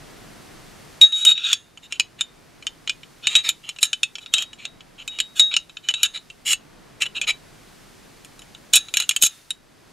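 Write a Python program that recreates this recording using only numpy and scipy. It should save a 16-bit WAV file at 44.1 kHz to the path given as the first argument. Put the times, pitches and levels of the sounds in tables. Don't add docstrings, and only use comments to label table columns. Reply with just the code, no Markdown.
import sys
import numpy as np
from scipy import signal
from scipy.fft import rfft, irfft, next_fast_len
from scipy.io import wavfile
from scipy.ndimage import uniform_filter1d, minimum_filter1d

SR = 44100
rng = np.random.default_rng(int(sys.argv[2]) if len(sys.argv) > 2 else 0)


def unload_wav(signal):
    wavfile.write(
        sys.argv[1],
        SR,
        np.round(np.clip(np.atleast_2d(signal).T, -1, 1) * 32767).astype(np.int16),
    )


N = 437472

# (time [s], body level [dB], hardness = snap over body [dB], pitch [Hz])
CLICKS = [(1.014, -6.5, -10.5, 3762), (1.123, -34.5, -18.5, 3780), (1.2501, -16, -8, 3736),
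          (1.3777, -31.5, -35, 3700), (1.516, -27.5, -26.5, 3660), (1.5297, -12, -16.5, 3440),
          (1.774, -40, -33, 2915), (1.9233, -25, -23, 2815), (1.9973, -13.5, -20, 2413),
          (2.2087, -17, -22.5, 3680), (2.6247, -40.5, -38, 2350), (2.6676, -21.5, -24.5, 3620),
          (2.875, -24, -40, 3120), (2.895, -18, -34, 2440), (3.0319, -40, -51, 2350),
          (3.2701, -12.5, -25, 3807), (3.3528, -9.5, -25.5, 3510), (3.363, -17.5, -16, 3810),
          (3.49, -16, -9, 3790), (3.6906, -26.5, -18, 2710), (3.7617, -42, -34, 2390),
          (3.786, -33.5, -29.5, 2570), (3.829, -10.5, -10, 3847), (3.9306, -17.5, -28, 3260),
          (4.0317, -14, -24, 3760), (4.1538, -30, -29.5, 2300), (4.1831, -36, -34, 3300),
          (4.2603, -35.5, -48, 3740), (4.338, -12, -18, 3580), (4.382, -20, -23.5, 3170),
          (4.4229, -26, -13.5, 3800), (4.531, -38, -31, 3250), (4.652, -27, -27, 3720),
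          (4.8065, -42.5, -49, 3090), (5.0772, -28.5, -14.5, 2570), (5.1874, -26, -27, 2400),
          (5.2013, -16.5, -19.5, 3116), (5.3957, -6.5, -20.5, 3830), (5.539, -18, -46, 2320),
          (5.565, -12.5, -27.5, 3770), (5.695, -42, -39, 3900), (5.769, -31, -45, 3750),
          (5.8869, -14.5, -30, 3000), (5.939, -20.5, -29, 3700), (6.0314, -13.5, -7, 2960),
          (6.3005, -37, -42, 2670), (6.5311, -16.5, -11.5, 2666), (7.0197, -16, -26.5, 2830),
          (7.214, -20, -23.5, 2520), (8.2473, -46, -2.5, 4150), (8.392, -46, -6, 4200),
          (8.419, -45, -12.5, 2930), (8.548, -40, -35, 3920), (8.735, -11, -9, 3913),
          (8.756, -15, 5.5, 3860), (8.8845, -36.5, -30, 4050), (8.9393, -20, -13, 2900),
          (8.97, -15, -10.5, 2714), (9.0006, -20, -9, 3900), (9.022, -29, -12.5, 4160),
          (9.0916, -15.5, -6, 2830), (9.11, -21.5, -18.5, 2890), (9.1628, -18.5, -9, 2700),
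          (9.2231, -15.5, 2.5, 3776), (9.2347, -16, -2, 3770), (9.265, -26, -1, 3900),
          (9.5052, -29, -5.5, 3830)]
# (start [s], end [s], body level [dB], brightness over body [dB], pitch [Hz])
SCRAPES = [(1.127, 1.255, -38.5, 3, 3540), (1.237, 1.337, -25, -2, 3546),
           (1.335, 1.457, -34.5, -18.5, 3567), (1.418, 1.556, -24, -12, 3560),
           (1.817, 1.873, -47, -6.5, 3740), (1.893, 1.981, -42, -8.5, 2700),
           (2.18, 2.214, -41.5, -13, 2550), (3.219, 3.282, -33.5, -26, 3600), (3.266, 3.427, -30, -7, 3800),
           (3.427, 3.517, -26.5, -8.5, 3740), (3.622, 3.727, -42, -17, 2860), (3.802, 3.869, -32, 5, 3830),
           (4.2, 4.249, -46, -8, 3840), (4.314, 4.455, -29.5, -9, 3180), (4.568, 4.675, -44, -13.5, 2384),
           (4.973, 5.038, -40, -16, 3050), (5.098, 5.197, -45, -12.5, 2926),
           (5.348, 5.423, -33, -2.5, 3670), (5.505, 5.542, -30, -28, 2230),
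           (5.819, 5.907, -43.5, -15.5, 3020), (5.889, 5.919, -27.5, -9, 3000),
           (5.928, 6.06, -38.5, -13.5, 3780), (6.028, 6.071, -23.5, -3.5, 3720),
           (6.13, 6.187, -31, -11, 3990), (6.446, 6.551, -22, 1.5, 2850), (6.999, 7.045, -23.5, -8, 2650),
           (7.049, 7.073, -27, -15, 2880), (7.143, 7.191, -27, -17, 2625), (7.219, 7.251, -30, -18, 2500),
           (7.265, 7.316, -18.5, -10.5, 2366), (8.725, 8.786, -17, 3, 3870), (8.932, 9.059, -30, -6, 2773),
           (9.205, 9.281, -28.5, 13.5, 3796)]
# (time [s], pitch [Hz], level [dB], t60 of the first fall [s], rise time constant [s])
BARREL_RINGS = [(1.0137, 3793, 13.5, 0.081, 0.0013), (1.123, 3788, -13, 0.29, 0.005),
                (1.205, 3840, -13, 0.32, 0.029), (1.262, 3764, 7.5, 0.12, 0.022),
                (1.316, 3792, -2.5, 0.039, .002), (1.375, 3840, -17.5, 0.071, 0.0016),
                (1.436, 3810, -10, 0.11, 0.0094), (3.271, 3754, -15, 0.12, .002),
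                (3.353, 3820, 3.5, 0.073, 0.012), (4.259, 3790, -41, 0.23, .003),
                (4.343, 3810, -16, 0.2, .001), (4.653, 3816, -35, 0.16, 0.0011),
                (5.078, 3793, -30.5, 0.45, 0.003), (5.202, 3793, -26.5, 0.23, .001),
                (5.4, 3790, -8, 0.28, 0.0015), (5.941, 3870, -25, 0.19, 0.0015),
                (6.032, 3845, -16.5, 0.09, .001), (6.165, 4160, -37, 0.094, .008),
                (8.775, 3887, -34.5, .3, 0.0025), (9.5055, 3805, -13, 0.038, 0.0015)]
# (frequency [Hz], level [dB], undamped t60 [s])
STEEL_MODES = [(1364, -2.5, 0.027), (1665, -7, 0.025), (2403, -0.5, 0.041), (2609, -0.5, 0.047),
               (2879, 1.5, 0.04), (3048, 4.5, 0.054), (3070, 6.5, .03), (3445, 3.5, 0.025),
               (3876, 0.5, 0.038), (4187, -5, 0.022), (4490, -17.5, 0.096), (5427, -9, 0.05),
               (6294, -10.5, 0.027), (6510, -4, 0.018), (6783, 6.5, 0.023), (7170, -5, 0.09),
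               (7370, -4, .04), (8086, -4, 0.028), (8487, -13.5, 0.069), (9100, -14.5, .03),
               (9640, -12, .035), (10010, -9.5, 0.039), (10460, -19, .03), (11706, -18, 0.049),
               (13700, -26.5, 0.037)]
# (frequency [Hz], level [dB], free t60 [s])
SLIDE_MODES = [(1345, -13, 0.48), (1710, -6, 0.33), (2480, -13.5, .25), (2800, -6.5, 0.37),
               (3660, -6, 0.61), (6580, 3, 0.28), (6500, 4, 0.21), (7360, -5, 0.296), (9750, -16, 0.76)]
# (low edge [Hz], high edge [Hz])
REGISTERS = [(1900, 5000), (300, 1900), (5000, 8800), (8800, 14500)]
# (time [s], level [dB])
THUMPS = [(3.829, -19.5), (9.092, -23), (9.2363, -15)]
# (frequency [Hz], t60 [s])
ROOM_DECAY = [(300, 0.17), (1700, 0.12), (3800, 0.16), (7000, 0.082), (14000, 0.081)]
# (time [s], murky air level [dB], hiss level [dB])
HUSH_LEVELS = [(0, -47.5, -58), (.98, -49, -57.5), (1.1, -60, -68.5), (1.7, -58.5, -68.5),
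               (2.401, -54, -65.5), (3.25, -54.5, -62), (3.901, -59.5, -63), (4.702, -54, -68.5),
               (5.3, -55.5, -62.5), (5.7, -58, -66), (6.3, -57, -65), (6.8, -51.5, -66),
               (7.701, -52.5, -60), (8.699, -53, -61.5), (9.35, -60.5, -55.5), (9.6, -58.5, -69.5),
               (9.92, -54.5, -64.5)]
# (frequency [Hz], spectral level [dB])
AIR_COLOUR = [(15, -30), (25, 2.5), (43, -3.5), (64, -8.5), (153, 1), (185, -3), (285, -2.5), (591, -8),
              (714, -7.5), (863, -10.5), (2000, -12.5), (2760, -14.5), (4610, -15), (11900, -20.5),
              (16000, -22.5)]
# (frequency [Hz], left-right correlation [-1 to 1])
LIKENESS = [(60, 0.76), (180, 0.2), (550, -0.14), (1650, 0.77), (4970, 0.8), (15000, 0.28)]

TYPICAL_DB, TYPICAL_HARDNESS_DB = -22, -20
CLINK_DB, CLINK_PER_HARDNESS = -6, 0.3
KNOCK_DB, KNOCK_PER_STRENGTH = -20, -0.36
SHIMMER_DB, SHIMMER_PER_STRENGTH, SHIMMER_PER_HARDNESS = -55.5, 1.53, 0.45
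SLIPS_PER_S, SLIP_SPREAD_DB, SCRAPE_KNOCK_DB = 5000, 4.5, -17.5
TOP_HZ = 15700


def amp(db):
    return 10 ** (np.asarray(db) / 20)


def unit(x):
    return x / np.sqrt(np.mean(x ** 2) + 1e-20)


def along(points, hz):
    f, value = np.transpose(points)
    return np.interp(np.log(hz + 1), np.log(f + 1), value)


def filtered(x, response):
    size = next_fast_len(N + SR // 2)
    spectrum = rfft(x, size) * response(np.fft.rfftfreq(size, 1 / SR))
    return irfft(spectrum, size)[..., :N]


def band(x, edges, order=4):
    return signal.sosfilt(signal.butter(order, edges, "band", fs=SR, output="sos"), x)


def add(track, s, sound):
    part = track[max(round(s * SR), 0):][:len(sound)]
    part += sound[:len(part)]


def steel(pitch, focus_db, spread_db, damping, crack_db, crack_t60):
    t = np.arange(SR // 10) / SR
    hz, db, t60 = np.transpose(STEEL_MODES)
    count, pitch = len(pitch), pitch[:, None]
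    weight = rng.standard_normal((count, len(hz)))
    detune = 1 + 0.011 * rng.standard_normal((count, len(hz)))
    near = np.exp(-(np.log(hz / pitch) / 0.0594) ** 2)
    gains = amp(db + spread_db * weight + focus_db * near)
    tuned = hz * detune * (pitch / hz) ** near
    out = amp(crack_db - 60 * t / crack_t60) * rng.standard_normal((count, len(t)))
    for k in range(len(hz)):
        fall = amp(-60 * t * damping / t60[k])
        tone = np.sin(2 * np.pi * tuned[:, k, None] * t)
        out += (-1) ** k * gains[:, k, None] * fall * tone
    return out


def clicks():
    times, body_db, hardness_db, pitch = np.transpose(CLICKS)
    knock_db = KNOCK_DB + KNOCK_PER_STRENGTH * (body_db - TYPICAL_DB)
    clink_db = CLINK_DB + CLINK_PER_HARDNESS * (hardness_db - TYPICAL_HARDNESS_DB)
    count = len(times)
    blow = steel(pitch, focus_db=9, spread_db=3.5, damping=1.34, crack_db=3.5, crack_t60=0.012)

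    chatter = np.zeros((count, SR // 50))
    chatter[:, 0] = 1
    for row, lag in zip(chatter, rng.random((count, 7))):
        touch = np.clip((lag * 0.008 * SR).astype(int), 8, len(row) - 1)
        row[touch] = 0.28 * amp(-5 * lag)
    blow = signal.fftconvolve(blow, chatter, axes=1)

    voiced = np.zeros_like(blow)
    for edges, over_db in zip(REGISTERS, [0, knock_db, clink_db, hardness_db]):
        part = band(blow, edges)
        attack = np.sqrt(np.mean(part[:, :SR // 86] ** 2, axis=1))
        voiced += part * (amp(body_db + over_db) / attack)[:, None]

    out = np.zeros(N)
    for s, sound, lead in zip(times, voiced, rng.random(count)):
        add(out, s, sound)
        add(out, s - 0.002 - 0.0052 * lead, amp(-34) * sound)
    return out


def scrapes():
    out = np.zeros(N)
    pitch = np.transpose(SCRAPES)[4]
    answers = steel(pitch, focus_db=10, spread_db=3, damping=1.6, crack_db=-3.5, crack_t60=0.01)
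    for (start, end, db, bright_db, _), answer in zip(SCRAPES, answers):
        n = max(round((end - start) * SR), SR // 100)
        size = rng.standard_normal(n)
        slipping = rng.random(n) < SLIPS_PER_S / SR
        slips = slipping * np.sign(size) * amp(SLIP_SPREAD_DB * np.abs(size))
        pressure = signal.windows.tukey(n, 0.6) * amp(np.linspace(-3, 0, n))
        stroke = signal.fftconvolve(slips * pressure, answer)
        registers = [((400, 1900), db + SCRAPE_KNOCK_DB),
                     ((1900, 5000), db),
                     ((5000, 16000), db + bright_db - 1.5)]
        for edges, level_db in registers:
            part = band(stroke, edges)
            add(out, start, amp(level_db) * part / np.std(part[:n]))
    return out


def barrel():
    out, t = np.zeros(N), np.arange(SR // 4) / SR
    for s, hz, db, t60, rise in BARREL_RINGS:
        swell = 1 - np.exp(-t / max(rise, 1e-4))
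        fall = amp(-60 * t / t60) + amp(-20 - 60 * t / (3 * t60))
        grip = 1 / (1 + (t / 0.22) ** 8)
        buzz = np.cumsum(rng.standard_normal(len(t))) * 0.01
        add(out, s, amp(db) * swell * fall * grip * np.sin(2 * np.pi * hz * t + buzz))
    return out


def afterring(x):
    hz, db, t60 = np.transpose(SLIDE_MODES)
    widths = 1.9 * np.log(1000) / (np.pi * t60)

    def response(f):
        total = 0
        for centre, width, level_db in zip(hz, widths, db):
            loss = 1j * f * width
            total = total + amp(level_db - 7.0) * loss / (centre ** 2 - f ** 2 + loss)
        return total

    return filtered(x, response)


def shimmer(count=14):
    out, t = np.zeros(N), np.arange(SR // 2) / SR
    hz, level_db, t60 = np.transpose(SLIDE_MODES)[:, :, None]
    fade = amp(level_db - 60 * t / t60) * (1 - np.exp(-t / 0.002))
    times, body_db, hardness_db, _ = np.transpose(CLICKS)
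    ring_db = (SHIMMER_DB + SHIMMER_PER_STRENGTH * (body_db - TYPICAL_DB)
               + SHIMMER_PER_HARDNESS * (hardness_db - TYPICAL_HARDNESS_DB))
    strongest = np.sort(np.argsort(-ring_db)[:count])
    for s, db in zip(times[strongest], ring_db[strongest]):
        drift = np.cumsum(rng.standard_normal((len(hz), len(t))), axis=1) * 0.08
        modes = fade * np.sin(2 * np.pi * hz * t + drift)
        add(out, s, amp(db) * modes.sum(axis=0))
    return out


def thumps():
    out = np.zeros(N)
    u = np.arange(SR // 20) / SR / 0.00081
    for s, db in THUMPS:
        add(out, s, amp(db - 3) * (1 - u) * np.exp(-u))
    return out


def nearby(x):
    t = np.arange(SR // 60) / SR
    echoes = rng.standard_normal(len(t)) * amp(-60 * t / 0.03) * (t > 0.001)
    echoed = signal.fftconvolve(x, echoes / np.linalg.norm(echoes))[:N]
    side = band(echoed, (3500, 16000), order=1)
    return np.array([side, -side])


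def room(x):
    hz, t, z = signal.stft(rng.standard_normal((2, SR // 2)), SR, nperseg=256)
    fall = amp(-60 * t / along(ROOM_DECAY, hz)[:, None])
    tail = signal.istft(z * fall, SR, nperseg=256)[1]
    tail = tail + 0.93 * tail[::-1]
    delayed = np.pad(x, (SR // 200, 0))[None]
    return signal.fftconvolve(delayed, tail / np.linalg.norm(tail[0]), axes=1)[:, :N]


def hush():
    s, air_db, hiss_db = np.transpose(HUSH_LEVELS)

    def level(db):
        return amp(np.interp(np.arange(N) / SR, s, db))

    def mid_side(hz):
        angle = np.arccos(np.clip(along(LIKENESS, hz), -1, 1)) / 2
        return amp(along(AIR_COLOUR, hz)) * np.array([np.cos(angle), np.sin(angle)])

    mid, side = filtered(rng.standard_normal((2, N)), mid_side)
    pair = np.array([mid + side, mid - side])
    air = filtered(pair, lambda hz: 1 / (1 + (hz / 2500) ** 2))
    hiss = pair - air
    return unit(air) * level(air_db + 2.5) + unit(hiss) * level(hiss_db + 5.0)


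def scene():
    contacts = amp(-1.33) * clicks() + amp(-2.0) * scrapes()
    ringing = amp(0.5) * afterring(contacts) + amp(1.4) * barrel() + amp(-3.5) * shimmer()
    handling = contacts + ringing + amp(1.0) * thumps()
    return handling + amp(-21.0) * nearby(handling) + amp(-19) * room(handling) + hush()


def record(dry):
    heard = signal.sosfilt(signal.butter(3, 13000, fs=SR, output="sos"), dry)
    needed = np.minimum(1, 1.024 / (np.abs(heard).max(axis=0) + 1e-9))
    gain = uniform_filter1d(minimum_filter1d(needed, size=45), size=45)
    return filtered(heard * gain, lambda hz: hz < TOP_HZ)


dry = scene()
out = record(dry)
unload_wav(out)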